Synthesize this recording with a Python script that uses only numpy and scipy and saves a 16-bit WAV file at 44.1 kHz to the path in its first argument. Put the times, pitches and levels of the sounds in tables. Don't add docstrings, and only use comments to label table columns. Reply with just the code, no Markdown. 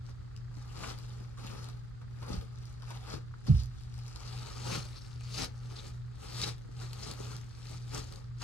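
import sys
import numpy as np
from scipy import signal
from scipy.fft import rfft, irfft, next_fast_len
from scipy.io import wavfile
from scipy.ndimage import uniform_filter1d, map_coordinates

SR = 44100
rng = np.random.default_rng(int(sys.argv[2]) if len(sys.argv) > 2 else 0)


def wav_record(signal):
    frames = np.transpose(np.atleast_2d(signal))
    bounded = np.clip(frames, -1, 1)
    quanta = np.round(bounded * 32767).astype(np.int16)
    wavfile.write(sys.argv[1], SR, quanta)


N = 371895


def amp(db):
    return 10 ** (np.asarray(db) / 20)


def unit(x):
    return x / np.sqrt(np.mean(x ** 2) + 1e-20)


def along(points, hz):
    freqs, values = np.transpose(points)
    return np.interp(np.log(hz + 1), np.log(freqs + 1), values)


def curve(points):
    return np.interp(np.arange(N) / SR, *np.transpose(points))


def wobble(rate):
    knots = rng.standard_normal(int(N * rate / SR) + 4)
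    return map_coordinates(knots, [np.arange(N) * rate / SR], order=1)


def filtered(x, response):
    size = next_fast_len(N + SR // 2)
    return irfft(rfft(x, size) * response(np.fft.rfftfreq(size, 1 / SR)), size)[..., :N]


def equalised(x, spectrum):
    return filtered(x, lambda hz: amp(along(spectrum, hz)))


def coloured(x, spectrum):
    return unit(equalised(x, spectrum))


def add(track, s, sound):
    part = track[max(round(s * SR), 0):][:len(sound)]
    part += sound[:len(part)]


def pulse(t, hz, cycles):
    age = t * hz / cycles
    return age * np.exp(1 - age) * np.sin(2 * np.pi * hz * t)


def pushes(rows, cycles):
    track, t = np.zeros(N), np.arange(SR // 10) / SR
    for s, db, hz in rows:
        add(track, s, amp(db) * pulse(t, hz, cycles))
    return track


def appliance():
    # time_s, above_mains_hz
    motor_offset = [(0, 1.95), (1.6, 1.57), (2.8, 3.23), (4, 2.3), (4.4, 3.58), (4.8, 1.37), (5.6, 2.87),
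                    (6, 2.44), (7.2, 2.33), (8, 1.29), (8.4, 3.28)]
    # time_s, level_db
    motor_level = [(0, -57), (2.8, -61), (4.6, -49), (8.43, -54)]
    # freq_hz, gain_db
    air_colour = [(15, -44), (30, -44), (50, 0), (70, 0), (105, -3.5), (135, -3.5), (170, -13.5),
                  (260, -19), (400, -22.5), (600, -35), (800, -32), (1000, -35.5), (1300, -31.5),
                  (2000, -38.5), (2800, -41.5), (3900, -39), (4700, -37), (5600, -46), (7500, -47),
                  (12000, -67)]
    # freq_hz, correlation
    air_likeness = [(60, 0.7), (130, -0.11), (250, -0.75), (480, -0.76), (800, -0.43), (1400, 0.028),
                    (4000, -0.072), (12000, 0.59)]
    mains_hz, shaft_hz = 120.03, 41
    t = np.arange(N) / SR
    mains_phase = 2 * np.pi * mains_hz * t
    motor_phase = mains_phase + 2 * np.pi * np.cumsum(curve(motor_offset)) / SR
    motor = amp(curve(motor_level) + 1.3 * wobble(3.4)) * np.sin(motor_phase)
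    hum = amp(-45.5) * np.sin(mains_phase) + motor
    shaft = amp(-57 + 1.6 * wobble(1.9)) * np.sin(2 * np.pi * shaft_hz * t)
    width = lambda hz: np.arccos(np.clip(along(air_likeness, hz), -1, 1)) / 2
    noise = rng.standard_normal((2, N))
    mid, side = filtered(noise, lambda hz: np.array([np.cos(width(hz)), np.sin(width(hz))]))
    air = amp(-49) * coloured(np.array([mid + side, mid - side]), air_colour)
    return np.sqrt(2) * (hum * amp([[.2], [-.2]]) + shaft) + air


def bearing_whirr():
    # freq_hz, gain_db
    rub_colour = [(200, -70), (500, -30), (800, -7), (980, -10), (1200, 0), (1500, -2), (1900, -5.5),
                  (2300, -17), (4000, -40), (8000, -90)]
    turn_hz, first_rub_s, swing_db = 30, .015, 16.5
    angle = 2 * np.pi * turn_hz * (np.arange(N) / SR - first_rub_s)
    rub = amp(swing_db / 2 * np.cos(angle))
    friction = rng.standard_normal((2, N)) + .59 * rng.standard_normal(N)
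    return amp(-69.5) * unit(rub * coloured(friction, rub_colour))


def stroke_gains():
    # full_speed_s, hold_s, rise_s, fall_s, swish_db, crinkle_offset_db, billow_offset_db
    strokes = [(.092, 0.013, 0.1, 0.05, -68, 3, -2), (.2, 0.056, 0, 0, -74, 1.5, 0),
               (0.57, 0.05, 0.1, 0.3, -62.5, -2.5, -4.5), (0.857, 0.053, 0.23, 0.08, -47, -2.5, -3.5),
               (0.983, 0.15, 0.16, 0.25, -64, 2, -1), (1.18, .035, .05, 0.3, -62, -5, -2),
               (1.396, 0.24, 0.06, 0.21, -54.5, -3, -2), (2.291, 0.068, 0.16, 0.17, -49.5, -6, -1),
               (2.658, 0.05, 0.3, 0.25, -66, 1, -3), (2.9, 0.01, 0.11, 0.27, -55, -1, -4.5),
               (3.136, 0.019, 0.19, 0.0551, -46, -5.5, -6), (3.471, 0.023, 0.04, 0.09, -57, 0.5, 2.5),
               (3.566, 0.053, 0.18, 0.07, -63, 6.5, 0), (3.767, 0.07, 0.35, 0.15, -72, 6, -9),
               (3.98, .04, 0.2, 0.9, -68, 4, -6), (4.288, 0.25, 0.36, 0.76, -53.5, -2, -6),
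               (4.729, 0.039, 0.23, 0.0742, -41.5, -1, -3.5), (4.803, 0.027, 0.3, 0.72, -60.5, 4, -1.5),
               (5.385, 0.059, 0.13, 0.04, -49, 7.5, 1.5), (5.77, 0.11, 0.36, 0.13, -56, -1.5, -1),
               (6.234, 0.041, 0.1, 0.33, -55.5, 1.5, -1.5), (6.397, 0.046, 0.12, 0.05, -46, 3.5, -5.5),
               (6.474, 0.023, 0.0954, 0.05, -48.5, 3.5, -0.5), (6.813, 0.013, 0.09, 0.21, -54, 1.5, -2),
               (7.03, 0.083, 0.14, 0.06, -50.5, 0, -1), (7.216, 0.12, 0.19, 0.16, -54.5, 1, -2),
               (7.663, 0.079, 0.32, 0.17, -60, 4, 0.5), (7.953, 0.035, 0.12, 0.14, -50.5, 2.5, 0),
               (8.116, 0.024, 0.2, 0.17, -61.5, 1.5, 3), (8.421, 0.02, 0.04, 0.1, -53, 4, -8)]
    resting_db = np.array([[-73.5], [-78.5], [-73]])
    t = np.arange(N) / SR
    power = amp(resting_db + wobble(7.1)) ** 2
    for s, hold, rise, fall, db, *offsets_db in strokes:
        shape_db = -20 * (np.maximum(s - t, 0) / rise + np.maximum(t - s - hold, 0) / fall)
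        near = shape_db > -50
        power[:, near] += amp(db + np.array([0, *offsets_db])[:, None] + shape_db[near]) ** 2
    return np.sqrt(power)


def buckles(per_second, pitch_hz, pitch_spread, size_spread_db, cycles):
    chance, pitch, size = rng.random(N), rng.standard_normal(N), rng.standard_normal(N)
    at = np.flatnonzero(chance < per_second / SR)
    hz = np.clip(pitch_hz * np.exp(pitch_spread * pitch[at]), 600, 15000)
    gain = amp(size_spread_db * np.minimum(size[at], 2.8)) * np.sqrt(hz / per_second[at])
    offsets = np.arange(SR // 600)
    grains = gain[:, None] * pulse(offsets / SR, hz[:, None], cycles)
    detours = rng.integers(0, SR // 1000, (2, N))[:, at]
    signs = rng.choice([-1, 1], (2, N))[:, at]
    paths = []
    for arrival, sign in [(at, np.ones(len(at))), *zip(at + detours, signs)]:
        samples = arrival[:, None] + offsets
        paths.append(np.bincount(samples.ravel(), (sign[:, None] * grains).ravel(), N)[:N])
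    return unit(np.array(paths))


def shifting_folds(x, depth_db=1.7, width_hz=520, life_s=.06, size=256):
    spectra = signal.stft(x, nperseg=size)[2]
    field = rng.standard_normal(spectra.shape[1:])
    field = uniform_filter1d(field, round(width_hz * size / SR), axis=0)
    field = uniform_filter1d(field, round(2 * life_s * SR / size), axis=1)
    return unit(signal.istft(spectra * amp(depth_db * unit(field)), nperseg=size)[1][:, :N])


def bag_film():
    # freq_hz, gain_db
    crinkle_colour = [(500, -20), (1250, -7.5), (1900, -9.5), (2700, -6.5), (3400, -6), (4300, 0),
                      (5600, -3), (7000, -7.5), (9000, -10), (10500, -16.5), (12000, -18), (15500, -17)]
    # freq_hz, gain_db
    swish_colour = [(300, -8), (620, -11), (820, 0.5), (1000, -8), (1250, 1.5), (1600, -9), (2200, -14.5),
                    (4000, -17.5), (9000, -29.5)]
    # freq_hz, gain_db
    billow_colour = [(120, 7), (210, 3.5), (300, -1.5), (430, 2.5), (550, -2), (720, -12.5), (1200, -32.5)]
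    swish_gain, crinkle_gain, billow_gain = stroke_gains()
    per_second = np.clip(3500 * (crinkle_gain / amp(-50)) ** .7, 500, 14000)
    flutter = wobble(70) + .23 * wobble(24)
    hiss = lambda: rng.standard_normal((3, N))
    grains = buckles(per_second, pitch_hz=5200, pitch_spread=.6, size_spread_db=5.6, cycles=.5)
    fine_hiss = amp(1.5) * hiss()
    crinkle = coloured(shifting_folds(grains + fine_hiss), crinkle_colour)
    swish = coloured(shifting_folds(hiss()), swish_colour)
    billow = coloured(hiss(), billow_colour)
    return (crinkle * crinkle_gain * amp(1.14 * flutter + .82)
            + swish * swish_gain * amp(2.1 * flutter + .67 * wobble(40) - 1.9)
            + billow * billow_gain * amp(2.45 * flutter + 4))


def hand_brushes():
    # start_s, relative_level_db, t60_s
    touches = [(0.087, -53, .08), (0.511, -59, .06), (0.832, -39, .1), (1.686, -49, .06), (2.014, -53, .08),
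               (2.223, -51, .1), (2.821, -49.5, .1), (2.904, -44, .09), (3.467, -48, .1), (4.159, -50, .04),
               (5.208, -50, .03), (6.812, -50, .1), (8.123, -53, .05), (8.412, -47, .15)]
    # freq_hz, gain_db
    scuff_colour = [(150, -12), (400, -1), (750, -2), (1300, 2), (2100, -11), (4500, -17), (12000, -31)]
    level, t = np.zeros(N), np.arange(SR // 5) / SR
    attack = 1 - np.exp(-t / .002)
    for s, db, t60 in touches:
        add(level, s, amp(db - 60 * t / t60) * attack)
    return amp(2) * level * coloured(rng.standard_normal((3, N)), scuff_colour)


def flaps():
    # start_s, level_db, pitch_hz
    fillings = [(.097, -46, 283), (.571, -39, 238), (1.208, -40, 260), (1.446, -35.5, 257),
                (1.68, -43, 281), (2.303, -27, 262), (2.316, -27.5, 72), (2.341, -28, 200),
                (2.376, -26, 72), (3.139, -29, 300), (3.143, -27.5, 95), (3.18, -41, 280),
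                (3.486, -26.5, 250), (4.721, -30, 204), (4.776, -27, 134), (5.161, -49, 280),
                (6.69, -42, 276), (7.102, -34.5, 380), (7.204, -32.5, 380)]
    return pushes(fillings, cycles=.29)


def snaps():
    # start_s, relative_level_db, pitch_hz
    creases = [(0.3638, -48, 2860), (0.3645, -46, 4770), (0.375, -51, 5200), (0.6789, -51, 4680),
               (0.9872, -39, 4600), (1.4047, -55, 4750), (1.467, -37, 4200), (1.4738, -42, 3600),
               (1.4824, -48, 3580), (1.6432, -38, 4000), (1.6875, -40, 4020), (2.4133, -45.5, 3420),
               (2.655, -42, 4940), (2.7274, -49, 6550), (2.8217, -43.5, 4750), (2.9053, -37.5, 3540),
               (3.4686, -40, 4800), (3.571, -42, 5500), (3.6, -39, 3500), (3.635, -38.5, 4640),
               (3.6586, -43.5, 5980), (3.81, -47, 4830), (3.8357, -48, 4890), (3.942, -44.5, 4890),
               (3.9896, -41.5, 5000), (4.0642, -44, 4560), (4.0806, -41.5, 5720), (4.097, -48, 4780),
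               (4.16, -36.5, 4850), (4.473, -47, 6330), (4.853, -44, 4910), (4.9897, -43.5, 4330),
               (5.209, -44.5, 2580), (5.4454, -27, 5100), (5.88, -46, 3630), (6.4162, -24, 4170),
               (6.4902, -31.5, 4090), (6.5814, -46.5, 3730), (6.9317, -29, 4300), (7.1133, -29.5, 4230),
               (7.1365, -37, 3980), (7.3163, -39.5, 5680), (7.3654, -35.5, 5750), (7.413, -44, 6310),
               (7.6944, -45, 4070), (7.767, -52, 6250), (7.88, -47.5, 3500), (7.947, -32, 5870),
               (7.9793, -32, 4450), (8.1239, -39, 4370), (8.1593, -41, 4440)]
    # freq_hz, gain_db
    snap_colour = [(300, -1), (1200, -2), (2500, -1.5), (4700, 3.5), (8000, 3), (11000, -6), (15000, -5)]
    tear_s, crackle_t60_s = .0004, .024
    wall_s, wall_db = .0108, -11
    track, t = np.zeros(N), np.arange(SR // 20) / SR
    tear = amp(-3.5) * t / tear_s * np.exp(1 - t / tear_s)
    crackle = amp(-24 - 60 * t / crackle_t60_s)
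    for s, db, hz in creases:
        noise = (tear + crackle) * rng.standard_normal(len(t))
        snap = amp(db - 2) * (pulse(t, hz, cycles=1.25) + noise)
        add(track, s, snap)
        add(track, s + wall_s, amp(wall_db) * snap)
    return equalised(track, snap_colour)


def scrunches():
    # centre_s, level_db, length_s, pitch_hz
    crumples = [(0.774, -51, .014, 4500), (.88, -51, 0.1, 1250), (1.39, -55, 0.05, 1250),
                (1.579, -59, .12, 1250), (2.28, -54.5, .12, 1230), (3.079, -58, .1, 1260),
                (0.841, -48, .022, 2420), (0.895, -48.5, .03, 4800), (3.138, -50, .02, 1300),
                (1.476, -54, 0.027, 2900), (2.337, -46.5, 0.027, 4730), (3.478, -47, 0.029, 4770),
                (3.602, -54.5, 0.058, 4500), (4.288, -52, 0.037, 4560), (4.732, -45, 0.074, 2620),
                (4.97, -56, 0.042, 4500), (5.257, -57.5, 0.048, 4600), (5.348, -44, 0.022, 4730),
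                (5.383, -37, 0.013, 4860), (5.768, -49.5, 0.027, 4380), (5.793, -49.5, 0.04, 3840),
                (6.427, -40, 0.028, 5100), (6.439, -33, 0.013, 4300), (7.037, -45, 0.023, 5050),
                (7.088, -50, 0.044, 4260)]
    paths, t = np.zeros((3, N)), np.arange(SR // 8) / SR
    for s, db, length, hz in crumples:
        run = rng.standard_normal((3, len(t))) ** 3
        fold = signal.iirpeak(hz, Q=2.8, fs=SR)
        ring = unit(signal.lfilter(*fold, signal.lfilter(*fold, run)))
        swell = np.sin(np.pi * np.minimum(t / length, 1))
        for path, sound in zip(paths, ring):
            add(path, s - length / 2, amp(db) * swell * sound)
    return paths


def soft_tap():
    # start_s, level_db, pitch_hz
    taps = [(3.3395, -39.5, 1370)]
    return pushes(taps, cycles=.76)


def floor_thump(landing_s=3.432):
    # pitch_hz, relative_level_db, t60_s
    modes = [(39.6, -38, 0.54), (61.9, -16, 0.33), (84.4, -12, 0.17), (101.8, -21, 0.36),
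             (125.1, -22, 0.46), (148.0, -4, 0.1), (159.4, -8, 0.05), (198.1, -26, 0.26),
             (235.8, -27, 0.11), (271.6, -55, 0.6)]
    t, ring = np.arange(N) / SR, np.zeros(N)
    for hz, db, t60 in modes:
        travel_s = .7475 / np.sqrt(hz)
        age = np.maximum(t - landing_s - travel_s, 0)
        attack = 1 - np.exp(-age * hz / 1.25)
        ring += amp(db - 60 * age / t60) * attack * np.sin(2 * np.pi * hz * age)
    phase = lambda hz: np.outer([-1, 1], along([(60, .13), (150, .4)], hz))
    return filtered(ring, lambda hz: amp([[-1.8], [1.8]]) * np.exp(1j * phase(hz)))


def room_tails(gap_s=.0018):
    # freq_hz, t60_s
    decay = [(200, .22), (1500, .2), (5000, .14), (13000, .09)]
    hz, t, spectra = signal.stft(rng.standard_normal((2, SR // 4)), SR, nperseg=256)
    fade = amp(-60 * t / along(decay, hz)[:, None])
    tails = signal.istft(spectra * fade, SR, nperseg=256)[1]
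    tails *= np.arange(tails.shape[1]) > gap_s * SR
    return tails / np.linalg.norm(tails[0])


def room_echoes(x, size=4096):
    # freq_hz, gain_db
    room_colour = [(1500, -9), (6000, -9), (12000, -17)]
    echoes, hop = np.zeros((2, N + SR)), size // 2
    window = np.sin(np.pi * np.arange(size) / size)
    padded = np.pad(x, (hop, size))
    for start in range(0, N + hop, hop):
        stretch = padded[start:start + size] * window
        heard = signal.fftconvolve(stretch[None], room_tails(), axes=1)
        echoes[:, start:start + heard.shape[1]] += heard
    return equalised(echoes[:, hop:hop + N], room_colour)


def microphone_ports(paths):
    # freq_hz, direct_power_share
    likeness = [(150, .88), (500, .78), (1300, .86), (2200, .6), (4000, .68), (8500, .55), (10500, .9),
                (13000, .97)]
    # freq_hz, left_lead_rad
    lead = [(150, .4), (290, 2), (520, 3.3), (900, 5.3), (1500, 7.1), (2000, 6.8), (2600, 5.3), (4000, 6.2),
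            (5400, 7.6), (7600, 4), (9500, 5.6), (11300, 6), (12700, 9), (15500, 9)]
    # freq_hz, left_minus_right_db
    balance = [(200, 0), (430, 8), (720, 2), (940, 5), (1150, -.5), (1750, 2.5), (2400, 9), (4000, 2.5),
               (5500, 5), (7900, 8), (10300, 0)]
    # time_s, left_lead_ms
    bearing = [(0, 0.049), (1.5, 0.098), (3, 0.1), (4, 0.1), (4.8, 0.0047), (5.5, 0.0022), (6.3, 0.049),
               (8.43, 0.041)]
    share = lambda hz: np.clip(along(likeness, hz), 0, 1)
    phase = lambda hz: np.outer([0, 1], along(lead, hz))
    source = paths[0]
    delayed = map_coordinates(source, [np.arange(N) - curve(bearing) * SR / 1000], order=3)
    right = source + filtered(delayed - source, lambda hz: hz < 9500)
    direct = filtered(np.array([source, right]), lambda hz: np.sqrt(share(hz)) * np.exp(-1j * phase(hz)))
    scattered = filtered(paths[1:], lambda hz: np.sqrt(1 - share(hz)))
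    heard = direct + scattered + room_echoes(source)
    return filtered(heard, lambda hz: amp(np.outer([.5, -.5], along(balance, hz))))


def scene():
    paths = bag_film() + hand_brushes() + scrunches()
    paths[0] += snaps() + flaps() + soft_tap()
    return microphone_ports(paths) + amp(1) * floor_thump() + appliance() + bearing_whirr()


def record(dry):
    low_cut_hz, top_hz = 33, 15780
    return filtered(dry, lambda hz: (hz < top_hz) * (1 - np.exp(-(hz / low_cut_hz) ** 6)))


dry = scene()
out = record(dry)
wav_record(out)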